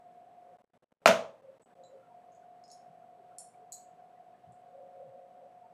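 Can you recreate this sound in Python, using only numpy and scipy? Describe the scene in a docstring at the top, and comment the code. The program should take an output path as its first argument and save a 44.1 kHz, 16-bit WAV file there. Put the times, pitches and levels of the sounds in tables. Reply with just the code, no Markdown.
"""Dart hit in a small bedroom

A dart smacks into a hanging dartboard: a sharp crack with quick echoes; the board knocks on the wall
and rings briefly. The remaining darts click together in the thrower's hand, among faint scuffs and
soft bumps. Underneath, a small fan hums, its blades whistling over a rush of air; this bed stutters
in and out around the throw."""
import sys
import numpy as np
from scipy import signal
from scipy.fft import irfft
from scipy.io import wavfile
from scipy.ndimage import uniform_filter1d

SR = 44100
rng = np.random.default_rng(int(sys.argv[2]) if len(sys.argv) > 2 else 0)


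def store_wav(level_fs):
    """Save 16-bit WAV to argv[1]."""
    pcm = np.round(np.clip(np.atleast_2d(level_fs), -1, 1) * 32767)
    wavfile.write(sys.argv[1], SR, pcm.T.astype(np.int16))


N = 252693
TIME = np.arange(N) / SR

# the fan's main tone, made by the passing blades: time_s, pitch_hz
BLADE_PITCH = [(2.1, 713.8), (3.34, 718.4), (3.68, 721.5), (5.73, 721.6)]
# the tones in the fan's whistle: shaft_multiple, level_db
FAN_TONES = [(12, -76), (15, -66), (16, -59), (21, -86), (24, -85)]
# breathy hiss around the whistle: centre_hz, width_hz, level_db
WHISTLE_BREATH = (720, 67, -64)
# tone colour of the rushing air: frequency_hz, relative_db
AIR_SPECTRUM = [(25, -41.5), (80, -19), (120, -7.5), (200, -2), (320, -6.5), (450, 0.5), (620, 1),
                (820, -5.5), (1400, -12.5), (3000, -22), (5000, -30.5), (12300, -35.5), (13300, -42.5)]
# mains hum and a thin whine: pitch_hz, level_db
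HUM_TONES = [(57, -96.5), (119, -84), (168, -81.5), (239, -82.5), (7950, -97)]
# a lower tone swells now and then: peak_s, length_s, relative_db
LOW_SWELLS = [(0.512, 0.088, -64), (1.3, 0.15, -61), (1.488, .11, -53.5), (1.816, 0.098, -59),
              (1.95, .13, -56.5), (4.808, 0.18, -53), (5.005, .1, -52), (5.16, 0.24, -55.5),
              (5.423, .12, -57.5)]
# the whistle ducks, longest around the throw: middle_s, length_s, depth_db
WHISTLE_DIPS = [(1.157, 1.134, -21), (1.965, 0.2, -9), (3.512, 0.047, -9), (4.395, 0.074, -11)]
# dropouts in the bed: start_s, end_s
DROPOUTS = [(.572, .585), (.621, .641), (.647, .734), (.778, .823), (.844, .919), (.928, 1.017),
            (1.412, 1.421), (1.584, 1.596), (1.633, 1.659), (1.741, 1.752)]
# the dart lands, then quick echoes follow: start_s, knock_db, crack_db, centre_hz, spread_octaves
HIT_AND_ECHOES = [(1.0587, 0, -17, 3800, .8), (1.0625, -14, -15, 3100, .7), (1.0708, -28, -15, 6200, .22),
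                  (1.0757, -30, -26, 9500, .4), (1.0765, -9, -25, 2000, .7), (1.0805, -24, -24, 2800, 1),
                  (1.1135, -16, -34, 1500, .7)]
# heavily damped modes of the board's face: pitch_hz, level_db, t60_s
FACE_MODES = [(672, -4, .036), (1350, -5, .013), (2400, -3, .006), (2900, -12, .011)]
# longer ring of the board and the wall behind it: pitch_hz, level_db, t60_s
WALL_MODES = [(112, -39.5, 0.37), (184.8, -26.5, 0.29), (208.4, -26, .28), (238, -26.5, .3),
              (425, -30.5, .3), (485, -28, 0.36), (498, -24.5, .3), (557, -24, 0.4), (599, -19.5, .38),
              (637, -21, .32), (658, -14.5, .38), (678, -21, .28), (695, -25, .33), (744, -29, 0.17),
              (820, -24.5, 0.13), (1026.4, -34, .25), (1264, -25, 0.065), (1432, -26, 0.11)]
# tone colour of the room's answer to the smack: frequency_hz, relative_db
BOOM_SPECTRUM = [(50, -28.5), (120, -12), (200, -6.5), (310, -13.5), (420, -6), (560, 0), (800, -4),
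                 (1300, -1), (2000, -6.5), (2700, -7), (3300, -9.5), (5000, -17.5), (6400, -15),
                 (8000, -23.5), (15500, -31.5)]
# the bedroom's reverb time: frequency_hz, t60_s
ROOM_DECAY = [(120, .5), (300, .36), (600, 0.5), (1500, 0.3), (4000, 0.31), (8000, .29), (15000, 0.2)]
# darts touching in the hand: start_s, level_db, brightest_hz, struck_part
DART_CLICKS = [(1.62, -61.5, 7930, "shaft"), (1.836, -56.5, 5400, "tip"), (2.32, -63.5, 6100, "shaft"),
               (2.349, -61, 6300, "shaft"), (2.639, -52, 5470, "barrel"), (2.679, -52.5, 6340, "barrel"),
               (2.702, -51, 4770, "shaft"), (2.715, -44.5, 5860, "barrel"), (3.384, -28.5, 8550, "flight"),
               (3.39, -52, 7750, "flight"), (3.721, -33.5, 7000, "shaft"), (3.727, -32.5, 6600, "shaft"),
               (4.522, -59, 8000, "flight")]
# modes of a dart, by struck part: pitch_hz, relative_db, t60_s
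DART_MODES = {"tip": [(3989.4, 1.5, 0.04), (4484, -18, 0.04914), (6850, -5.5, 0.092), (7600, -4, 0.15)],
              "barrel": [(4250, -6, 0.01937), (5060, 2.5, 0.012), (5470, 2, 0.014), (6760, 3, 0.013),
              (8064, -16, 0.021), (8150, 1, 0.018), (10200, 2, 0.02332), (11700, 0, 0.02864)],
              "shaft": [(4110, -7.5, .03), (4580, -8.5, 0.02), (6150, -8.5, 0.025), (6720, 11.5, 0.006),
              (7650, 5, 0.0092), (7890, 9, 0.016), (8580, 4, 0.011), (10300, -8, 0.017), (11861, -1, 0.013),
              (13430, -13, 0.0096), (15378, -13.5, 0.015)], "flight": [(4370, -24, 0.037),
              (5330, -11.5, 0.0089), (7250, 0, 0.0079), (8070, -1, 0.0069), (8720, -3, 0.0093),
              (9681.2, -2.5, 0.006), (10670, -1, 0.0057)]}
# soft bumps: peak_s, level_db, pitch_hz
SOFT_BUMPS = [(1.96, -63, 426), (2.051, -71, 1352), (2.105, -67.5, 944), (2.888, -66.5, 149),
              (3.219, -67, 410), (3.62, -64, 424.7), (4.496, -59.5, 139), (5.08, -66, 136),
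              (5.649, -65.5, 924.4)]


def amp(db):
    """Decibels to gain."""
    return 10 ** (np.asarray(db) / 20)


def unit(x):
    """Scales to rms 1."""
    return x / np.sqrt(np.mean(x ** 2) + 1e-20)


def read(points, hz):
    """Reads a table on a log-frequency axis."""
    frequency, value = np.transpose(points)
    return np.interp(np.log(hz + 1), np.log(frequency + 1), value)


def add(mix, start_s, sound):
    """Mixes a sound in at start_s."""
    part = mix[round(start_s * SR):][:len(sound)]
    part += sound[:len(part)]


def noise(gain, size):
    """Noise of rms 1 whose spectrum follows gain(hz)."""
    hz = np.fft.rfftfreq(size, 1 / SR)
    return unit(irfft(gain(hz) * np.exp(2j * np.pi * rng.random(len(hz))), size))


def narrow(centre_hz, width_hz, size):
    """A narrow, pitched band of noise."""
    return noise(lambda hz: np.exp(-((hz - centre_hz) / width_hz) ** 2), size)


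def drift(rate_hz):
    """Slow random wander of rms 1."""
    return narrow(0, rate_hz, N)


def hump(hz, centre_hz, octaves):
    """A bell-shaped gain on a log-frequency axis."""
    return np.exp(-.5 * (np.log2((hz + 1) / centre_hz) / octaves) ** 2)


def bell(t, length_s, flatness=2):
    """An envelope that peaks at t = 0; flatness above 2 flattens its top."""
    return np.exp(-abs(2 * t / length_s) ** flatness)


def high_pass(x, hz, order):
    """Rolls off the lows below hz."""
    return signal.sosfilt(signal.butter(order, hz, "high", fs=SR, output="sos"), x)


def ring(modes, t, together=False):
    """Dying sines; neighbouring modes swing in opposite directions unless pushed together."""
    return sum((1 if together else (-1) ** k) * amp(db - 60 * t / t60) * np.sin(2 * np.pi * hz * t)
               for k, (hz, db, t60) in enumerate(modes))


def fan(blades=16, air_db=-66.5, waver_db=1, jitter_rad=0.2, swell_db=-1):
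    """Spinning blades whistle on multiples of the shaft speed, over rushing air and mains hum."""
    blade_hz = np.interp(TIME, *np.transpose(BLADE_PITCH))
    shaft_angle = 2 * np.pi * np.cumsum(blade_hz) / blades / SR
    air = amp(air_db + 0.41 * drift(5.4)) * noise(lambda hz: amp(read(AIR_SPECTRUM, hz)), N)
    centre_hz, width_hz, breath_db = WHISTLE_BREATH
    whistle = amp(breath_db) * narrow(centre_hz, width_hz, N)
    for multiple, db in FAN_TONES:
        level = np.sqrt(2) * amp(db + waver_db * drift(12))
        whistle += level * np.sin(multiple * shaft_angle + jitter_rad * drift(15))
    low_tone = np.sqrt(2) * np.sin(FAN_TONES[0][0] * shaft_angle + 0.77 * drift(30))
    low_tone += 0.78 * narrow(centre_hz=555, width_hz=75, size=N)  # roughens the tone
    hum = np.zeros(N)
    for hz, db in HUM_TONES:
        wobbling_hz = hz * (1 + 0.0044 * drift(60))
        hum += np.sqrt(2) * amp(db) * np.sin(2 * np.pi * np.cumsum(wobbling_hz) / SR)
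    dip_db = sum(db * bell(TIME - s, length, flatness=6.9) for s, length, db in WHISTLE_DIPS)
    swell = sum(amp(db) * bell(TIME - s, length) for s, length, db in LOW_SWELLS)
    return air + hum + amp(dip_db) * whistle + amp(swell_db) * swell * low_tone


def stutter(depth_db=-33, blip_db=-15):
    """A gain that chops holes in the bed, with brief blips poking through."""
    in_gap = np.any([(TIME > start) & (TIME < end) for start, end in DROPOUTS], axis=0)
    gap_db = np.where(drift(100) > 1.3, blip_db, depth_db)
    return amp(uniform_filter1d(in_gap * gap_db, size=64))


def dart_smack(crack_s=0.0013, fizz_db=-28, fizz_hz=7000, wall_rise_s=0.012, boom_db=-18):
    """The dart cracks and knocks on the board's face; quick echoes follow as wall and room ring."""
    out, t = np.zeros(N), TIME[:SR]
    knock = ring(FACE_MODES, t)
    for start_s, knock_db, crack_db, centre_hz, octaves in HIT_AND_ECHOES:
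        crack = noise(lambda hz: hump(hz, centre_hz, octaves) + amp(fizz_db) * hump(hz, fizz_hz, 0.89),
                      size=1024)
        add(out, start_s, amp(knock_db) * knock)
        add(out, start_s, amp(crack_db) * crack * np.exp(-t[:1024] / crack_s))
    out = high_pass(out, 400, order=2)  # the small face radiates little bass
    wall = ring(WALL_MODES, t, together=True) * (1 - np.exp(-t / wall_rise_s))
    boom = room_tail(noise(lambda hz: amp(read(BOOM_SPECTRUM, hz)), SR), build_s=0.0096)
    landing_s = HIT_AND_ECHOES[0][0]
    add(out, landing_s, wall + amp(boom_db) * boom)
    return high_pass(out, 105, order=1)


def room_tail(x, build_s):
    """Shapes noise into reverb: reflections build up, then each band dies at the room's own speed."""
    hz, t, bands = signal.stft(x, SR, nperseg=256)
    decay = amp(-60 * t / read(ROOM_DECAY, hz)[:, None])
    tail = signal.istft(bands * decay, SR, nperseg=256)[1][:len(x)]
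    return tail * (1 - np.exp(-(TIME[:len(x)] / build_s) ** 2))


def darts_in_hand(contact_s=0.00034, chatter_db=-3, chatter_s=0.0023,
                  tick_db=-15, tick_s=0.00099, room_db=1):
    """Small hard contacts chatter and ring a dart; much of what arrives is the room's reflection."""
    out, t = np.zeros(N), TIME[:8192]
    attack = 1 - np.exp(-(t / contact_s) ** 2)
    for start_s, db, brightest_hz, part in DART_CLICKS:
        octaves = 10 * 2 ** (db / 10.5)  # a harder contact rings a wider range of modes
        modes = [(hz, mode_db + 20 * np.log10(hump(hz, brightest_hz, octaves) + 1e-6), t60)
                 for hz, mode_db, t60 in DART_MODES[part]]
        body = ring(modes, t)
        grain = rng.standard_normal(len(t)) * bell(t - chatter_s / 2, chatter_s)
        chatter = signal.fftconvolve(body, grain / np.linalg.norm(grain))[:len(t)]
        body += amp(chatter_db) * chatter
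        tick = noise(lambda hz: hump(hz, brightest_hz, 0.31), len(t)) * np.exp(-t / tick_s)
        click = body / abs(body).max() + amp(tick_db) * tick
        add(out, start_s, amp(db) * click * attack)
    out = high_pass(out, 3300, order=8)  # nothing rings under the dart's lowest mode
    room = room_tail(rng.standard_normal(SR), build_s=0.0033)
    reverb = signal.fftconvolve(out, room / np.linalg.norm(room))[:N]
    return out + amp(room_db) * reverb


def handling_scuffs(count=12, level_db=-73, fade_s=0.0064, width_hz=130):
    """Faint, slightly pitched scuffs of handling, scattered among the dart clicks."""
    out, t = np.zeros(N), TIME[:8192]
    first_s, last_s = DART_CLICKS[0][0], DART_CLICKS[-1][0]
    envelope = (t / fade_s) * np.exp(1 - t / fade_s)
    for place, pitch in rng.random((count, 2)):
        scuff = narrow(1300 + 1700 * pitch, width_hz, len(t)) * envelope
        add(out, first_s + place * (last_s - first_s), amp(level_db - 6 * pitch) * scuff)
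    return out


def soft_bumps(width_hz=49, length_s=0.076):
    """Dull, narrow-band thuds that swell and fade."""
    out, t = np.zeros(N), TIME[:SR // 2] - TIME[SR // 4]
    envelope = bell(t, length_s)
    envelope_rms = np.sqrt(np.mean(envelope ** 2))
    for peak_s, db, pitch_hz in SOFT_BUMPS:
        thud = unit(narrow(pitch_hz, width_hz, len(t)) * envelope)
        add(out, peak_s + t[0], amp(db) * thud * envelope_rms)
    return high_pass(out, 90, order=4)


def scene():
    """The smack and the clicks up front, over a stuttering bed of fan, bumps and scuffs; mono."""
    darts = dart_smack() + darts_in_hand()
    bed = fan() + soft_bumps() + handling_scuffs()
    return (darts + bed * stutter())[None]


def record(dry, ceiling=0.92, cutoff_hz=15600):
    """Hard-clips the peaks, then shaves off the very top of the treble."""
    clipped = np.clip(dry, -ceiling, ceiling)
    low_pass = signal.firwin(511, cutoff_hz, window=("kaiser", 9), fs=SR)
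    return signal.oaconvolve(clipped, low_pass[None], "same")


dry = scene()
out = record(dry)
store_wav(out)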